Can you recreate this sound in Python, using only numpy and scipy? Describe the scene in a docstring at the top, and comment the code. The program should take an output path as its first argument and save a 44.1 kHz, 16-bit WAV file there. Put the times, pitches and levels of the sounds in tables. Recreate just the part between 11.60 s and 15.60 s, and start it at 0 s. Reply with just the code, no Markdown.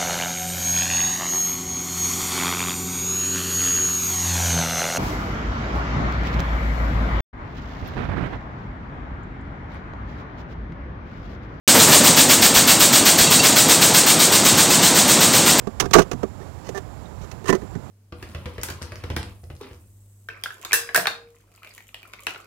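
"""In a factory hall, just above the cloth, an air-jet loom weaves about eight threads a second.
For each thread (a "pick") the main nozzle blasts air, the relay nozzles hiss a little longer,
a metal part clinks, and the reed, a big comb, thuds the thread into place and makes the frame ring.
Metal thread guides tinkle, and other machines rumble and rattle all around.
Halfway through, the microphone draws back a little and the nozzles grow softer."""
import sys
import numpy as np
from scipy import signal
from scipy.fft import rfft, irfft
from scipy.io import wavfile
from scipy.ndimage import map_coordinates

SR = 44100
rng = np.random.default_rng(int(sys.argv[2]) if len(sys.argv) > 2 else 0)


def store_wav(level_fs):
    """Save 16-bit WAV to argv[1]."""
    pcm = np.round(np.clip(np.atleast_2d(level_fs), -1, 1) * 32767)
    wavfile.write(sys.argv[1], SR, pcm.T.astype(np.int16))


N = 176400
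TIME = np.arange(N) / SR

# The tone of each noise. Each row: frequency in Hz, strength in dB per Hz.
MAIN_JET_TONE = [(200, -57.5), (600, -54), (1300, -51.5), (2200, -52), (3900, -49.5), (5300, -51.5),
                 (8000, -55), (11000, -62.5), (16000, -72)]
BRIGHT_EDGE_TONE = [(3000, -72), (7000, -61.5), (11000, -58), (12400, -57.5), (14000, -53.5),
                    (16000, -53.5)]
RELAY_JET_TONE = [(1000, -80.5), (2500, -66.5), (4000, -55.5), (5500, -56.5), (7200, -50), (8600, -48.5),
                  (11300, -57.5), (12500, -70), (16000, -68)]
REED_THUD_TONE = [(40, -78), (90, -54.5), (160, -50.5), (280, -47.5), (450, -55), (900, -58), (2000, -63),
                  (5000, -78)]
HALL_DIN_TONE = [(20, -84), (48, -65.5), (80, -62), (97, -53.5), (130, -52), (165, -47.5), (215, -48),
                 (320, -48), (400, -54), (600, -52.5), (850, -54), (1700, -60), (2900, -59.5),
                 (3800, -57.5), (5200, -59), (8300, -56.5), (12000, -73.5), (16000, -74)]
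RUMBLE_TONE = [(40, -59), (140, -40), (220, -45), (300, -43), (600, -44), (1000, -49), (1800, -50.5),
               (4000, -56)]
# How near the nozzles sound. Each row: time in seconds, main jet gain in dB, relay jet gain in dB.
NOZZLE_NEARNESS = [(0, 0, 3), (.4, 0.7, 2), (.8, 1.5, 0.2), (1.4, 0.5, -0.5), (1.9, -0.7, 0.5),
                   (2.4, -0.6, -0.3), (3.0, -2.6, -1), (3.5, -2.5, -0.5), (4, -1, -1.5)]
# How loud the din sounds: the recorder's automatic gain starts high and settles,
# then the level drifts slightly. Each row: time in seconds, gain in dB.
DIN_LEVEL = [(.08, 2), (.17, 1.8), (.32, 2.5), (.45, 2.7), (.62, 0), (1.5, -0.6), (2.5, -0.2), (3.3, 0.8),
             (4, 1.3)]
# The notes of struck parts. Each row: pitch in Hz, level in dB, seconds to fade by 60 dB.
FRAME_NOTES = [(96, -41, 0.17), (124, -37, .15), (156.5, -32.5, 0.2), (216, -35.5, 0.12),
               (252, -28.5, 0.17), (295, -29, 0.15), (529, -27, 0.11), (643, -30, 0.094), (960, -30, 0.056)]
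CLINK_NOTES = [(2725, -23.5, 0.06), (3230, -29.5, 0.038), (3870, -22, .04), (4565, -22, 0.073),
               (5600, -24, .02), (6750, -23, 0.02), (7420, -23, .03)]
# One-off events. Each row: start in seconds, gain in dB.
FRAME_KNOCKS = [(.165, 0), (.490, 5)]
HARD_CLINKS = [(1.418, -10), (1.64, 1), (1.669, 4), (1.794, 6.5), (1.824, 1), (1.921, 1), (2.300, -10),
               (2.932, -5)]
AIR_PUFFS = [(.966, -14), (1.221, -19), (1.612, -12)]
HEAVY_RUMBLES = [(.140, 0.5), (.272, -2)]
# The microphone's weak bass and treble dip. Each row: frequency in Hz, gain in dB.
MICROPHONE_TONE = [(20, -20), (31, -19), (42, -12), (60, -3), (80, -4.5), (100, 0.1), (300, -0.8),
                   (800, -1), (8700, -0.73), (9300, -4.5), (9900, -10.5), (10500, -9.5), (11300, -3),
                   (12500, -0.5), (16000, -2.5)]

# Shapes of noise bursts. Each gives delay, rise and hold in seconds, then fall in dB per second.
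MAIN_BURST, EDGE_BURST = (.001, .009, .029, 320), (-.005, .011, .032, 270)
RELAY_BURST, REED_BURST = (.002, .042, .022, 220), (.071, .022, .032, 134)
RUMBLE_BURST = (0, .012, .028, 480)

FIRST_PICK_S, PICK_EVERY_S, PICK_JITTER_S, PICK_SPREAD_DB = .0595, .1266, .0008, .5
BEAT_DELAY_S, BEAT_SCATTER_S, BEAT_SPREAD_DB = .093, .00567, 2.3
CLINK_DELAY_S, CLINK_DB, BOUNCE_S, BOUNCE_DB = .092, -9, .004, -.5
ECHO_DELAYS_S, ECHO_DB, ECHO_GROWTH_PER_S = (.0017, .0043, .0079), -21.5, .0384
HUM_HZ, HUM_DB, HUM_WIDTH_HZ = 247, -36.5, 10
SILENT_UNTIL_S, PEAK_LIMIT, CUTOFF_HZ = .077, 1.45, 15800


def nozzles():
    """The main jet opens with a bright hiss and shoots the thread in; relay jets carry it across."""
    main_db, relay_db = in_time(NOZZLE_NEARNESS)
    turns = picks()
    edge = noise(BRIGHT_EDGE_TONE) * bursts(turns, EDGE_BURST)
    edge *= from_db(1.25 * main_db)   # the bright edge changes more with distance
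    blast = noise(MAIN_JET_TONE) * bursts(turns, MAIN_BURST)
    blast *= flutter(rate_hz=100, depth_db=1) * from_db(main_db)
    relay = noise(RELAY_JET_TONE) * bursts(turns, RELAY_BURST)
    relay *= flutter(rate_hz=53, depth_db=.6) * from_db(relay_db)
    return edge * flutter(rate_hz=120, depth_db=.9) + blast + relay


def reed():
    """The reed beats the thread home with a dull thud. Its beats and a few knocks ring the frame."""
    beats = picks() + [BEAT_DELAY_S, 0]
    starts, db = np.vstack([beats, FRAME_KNOCKS]).T
    frame = 0
    for hz, note_db, fade_s in FRAME_NOTES:
        hit_s = starts + rng.normal(0, BEAT_SCATTER_S, len(starts))
        hit_db = db + note_db + rng.normal(0, BEAT_SPREAD_DB, len(starts))
        frame += ring(clicks(hit_s, hit_db), hz, fade_s)
    thud = noise(REED_THUD_TONE) * bursts(picks(), REED_BURST)
    return frame + thud


def clinks():
    """A metal part strikes late in each pick and bounces twice; a few extra clinks stand out."""
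    regular = picks() + [CLINK_DELAY_S, CLINK_DB]
    starts, db = np.vstack([regular, HARD_CLINKS]).T
    out = 0
    for hz, note_db, fade_s in CLINK_NOTES:
        blows = 0
        for bounce in range(3):
            late_s = bounce * BOUNCE_S * rng.uniform(.7, 1.3, len(starts))
            blows += clicks(starts + late_s, db + note_db + bounce * BOUNCE_DB)
        out += ring(blows, hz, fade_s)
    return out


def thread_guides():
    """The metal eyes that guide the lengthwise threads tinkle against each other."""
    return rattle(hits_per_s=260, db=-30.5, ring_cycles=150, low_hz=3290, high_hz=8580, parts=20)


def air_puffs():
    """Stray air from the jets bumps the microphone with a low thump."""
    starts, db = np.transpose(AIR_PUFFS)
    return ring(clicks(starts, db), hz=75, fade_s=.045)


def with_echoes(sound):
    """Add short echoes off cloth and frame, whose paths lengthen as the microphone moves."""
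    stretch = 1 + ECHO_GROWTH_PER_S * TIME
    echoes = sum(map_coordinates(sound, [(TIME - delay * stretch) * SR], order=3)
                 for delay in ECHO_DELAYS_S)
    return sound + from_db(ECHO_DB) * echoes


def hall():
    """The other machines make a din, a wavering hum, a rattle and two heavier rumbles."""
    level_db, = in_time(DIN_LEVEL)
    hum_fade_s = np.log(1000) / np.pi / HUM_WIDTH_HZ
    hum = ring(rng.standard_normal(N), HUM_HZ, hum_fade_s)   # noise narrowed to one unsteady note
    din = noise(HALL_DIN_TONE) * flutter(rate_hz=68, depth_db=.16)
    din += from_db(HUM_DB) * hum / hum.std()
    din += rattle(hits_per_s=340, db=-30, ring_cycles=18, low_hz=410, high_hz=3400, parts=24)
    rumbles = noise(RUMBLE_TONE) * bursts(HEAVY_RUMBLES, RUMBLE_BURST)
    return din * from_db(level_db) + rumbles


def picks():
    """The loom's slightly uneven beat. Each row: start in seconds, gain in dB."""
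    starts = FIRST_PICK_S + PICK_EVERY_S * np.arange(-1, N / SR / PICK_EVERY_S)
    early_or_late, soft_or_loud = rng.standard_normal((len(starts), 2)).T
    return np.column_stack([starts + PICK_JITTER_S * early_or_late, PICK_SPREAD_DB * soft_or_loud])


def bursts(events, shape):
    """A loudness curve that rises, holds and falls for each event; overlaps add in power."""
    delay, rise, hold, fall_db_per_s = shape
    power = 0
    for start, db in events:
        age = TIME - start - delay
        fallen_db = fall_db_per_s * np.maximum(age - rise - hold, 0)
        power += np.clip(age / rise, 0, 1) * from_db(db - fallen_db) ** 2
    return np.sqrt(power)


def rattle(hits_per_s, db, ring_cycles, low_hz, high_hz, parts, spread_db=2):
    """Many tiny random hits, each ringing one loose part with its own pitch."""
    hit_db = spread_db * np.minimum(rng.exponential(1, N), 4)
    hits = from_db(hit_db) * rng.choice([-1, 1], N)
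    hits *= rng.random(N) < hits_per_s / SR   # only a few samples get a hit
    struck_part = rng.integers(0, parts, N)
    out = sum(ring(hits * (struck_part == part), hz, ring_cycles / hz)
              for part, hz in enumerate(np.geomspace(low_hz, high_hz, parts)))
    return from_db(db) * out / out.std()


def clicks(starts, db):
    """Sharp blows, one sample long, at the given times in seconds."""
    out = np.zeros(N)
    inside = (starts >= 0) & (starts < N / SR)
    np.add.at(out, (starts[inside] * SR).astype(int), from_db(db)[inside])
    return out


def ring(blows, hz, fade_s):
    """Each blow starts a pure note that dies away by 60 dB in fade_s seconds."""
    decay = np.exp(-np.log(1000) / (fade_s * SR))
    angle = 2 * np.pi * hz / SR
    return signal.lfilter([0, np.sin(angle)], [1, -2 * decay * np.cos(angle), decay ** 2], blows + 1e-18)


def flutter(rate_hz, depth_db):
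    """A gain that wavers at random, made from smoothed noise."""
    decay = np.exp(-2 * np.pi * rate_hz / SR)
    wobble = signal.lfilter([1], [1, -2 * decay, decay ** 2], rng.standard_normal(N + SR))[SR:]
    return from_db(depth_db * wobble / wobble.std())


def noise(tone):
    """Steady noise shaped by a tone table."""
    return coloured(rng.standard_normal(N) * np.sqrt(SR / 2), tone)


def coloured(sound, tone):
    """Turn each frequency up or down as a tone table says."""
    hz, db = np.transpose(tone)
    all_hz = np.maximum(np.fft.rfftfreq(N, 1 / SR), 1)
    gain = from_db(np.interp(np.log(all_hz), np.log(hz), db))
    return irfft(rfft(sound) * gain, N)


def in_time(rows):
    """Join a table's timed points with straight lines, one curve for each gain column."""
    times, *columns = np.transpose(rows)
    return [np.interp(TIME, times, column) for column in columns]


def from_db(db):
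    """Turn decibels into a number to multiply by."""
    return 10 ** (np.asarray(db) / 20)


def scene():
    """Loom and hall together, the same in both channels."""
    mono = with_echoes(nozzles()) + reed() + clinks() + thread_guides() + hall() + air_puffs()
    return np.array([mono, mono])


def record(dry):
    """The microphone opens after a moment, colours the tone, rounds peaks and cuts the top treble."""
    sound = np.array([coloured(channel, MICROPHONE_TONE) for channel in dry])
    sound *= TIME >= SILENT_UNTIL_S
    rounded = PEAK_LIMIT * np.tanh(sound / PEAK_LIMIT)
    treble_cut = signal.ellip(12, .1, 70, CUTOFF_HZ, fs=SR, output="sos")
    return signal.sosfilt(treble_cut, rounded)


dry = scene()
out = record(dry)
store_wav(out)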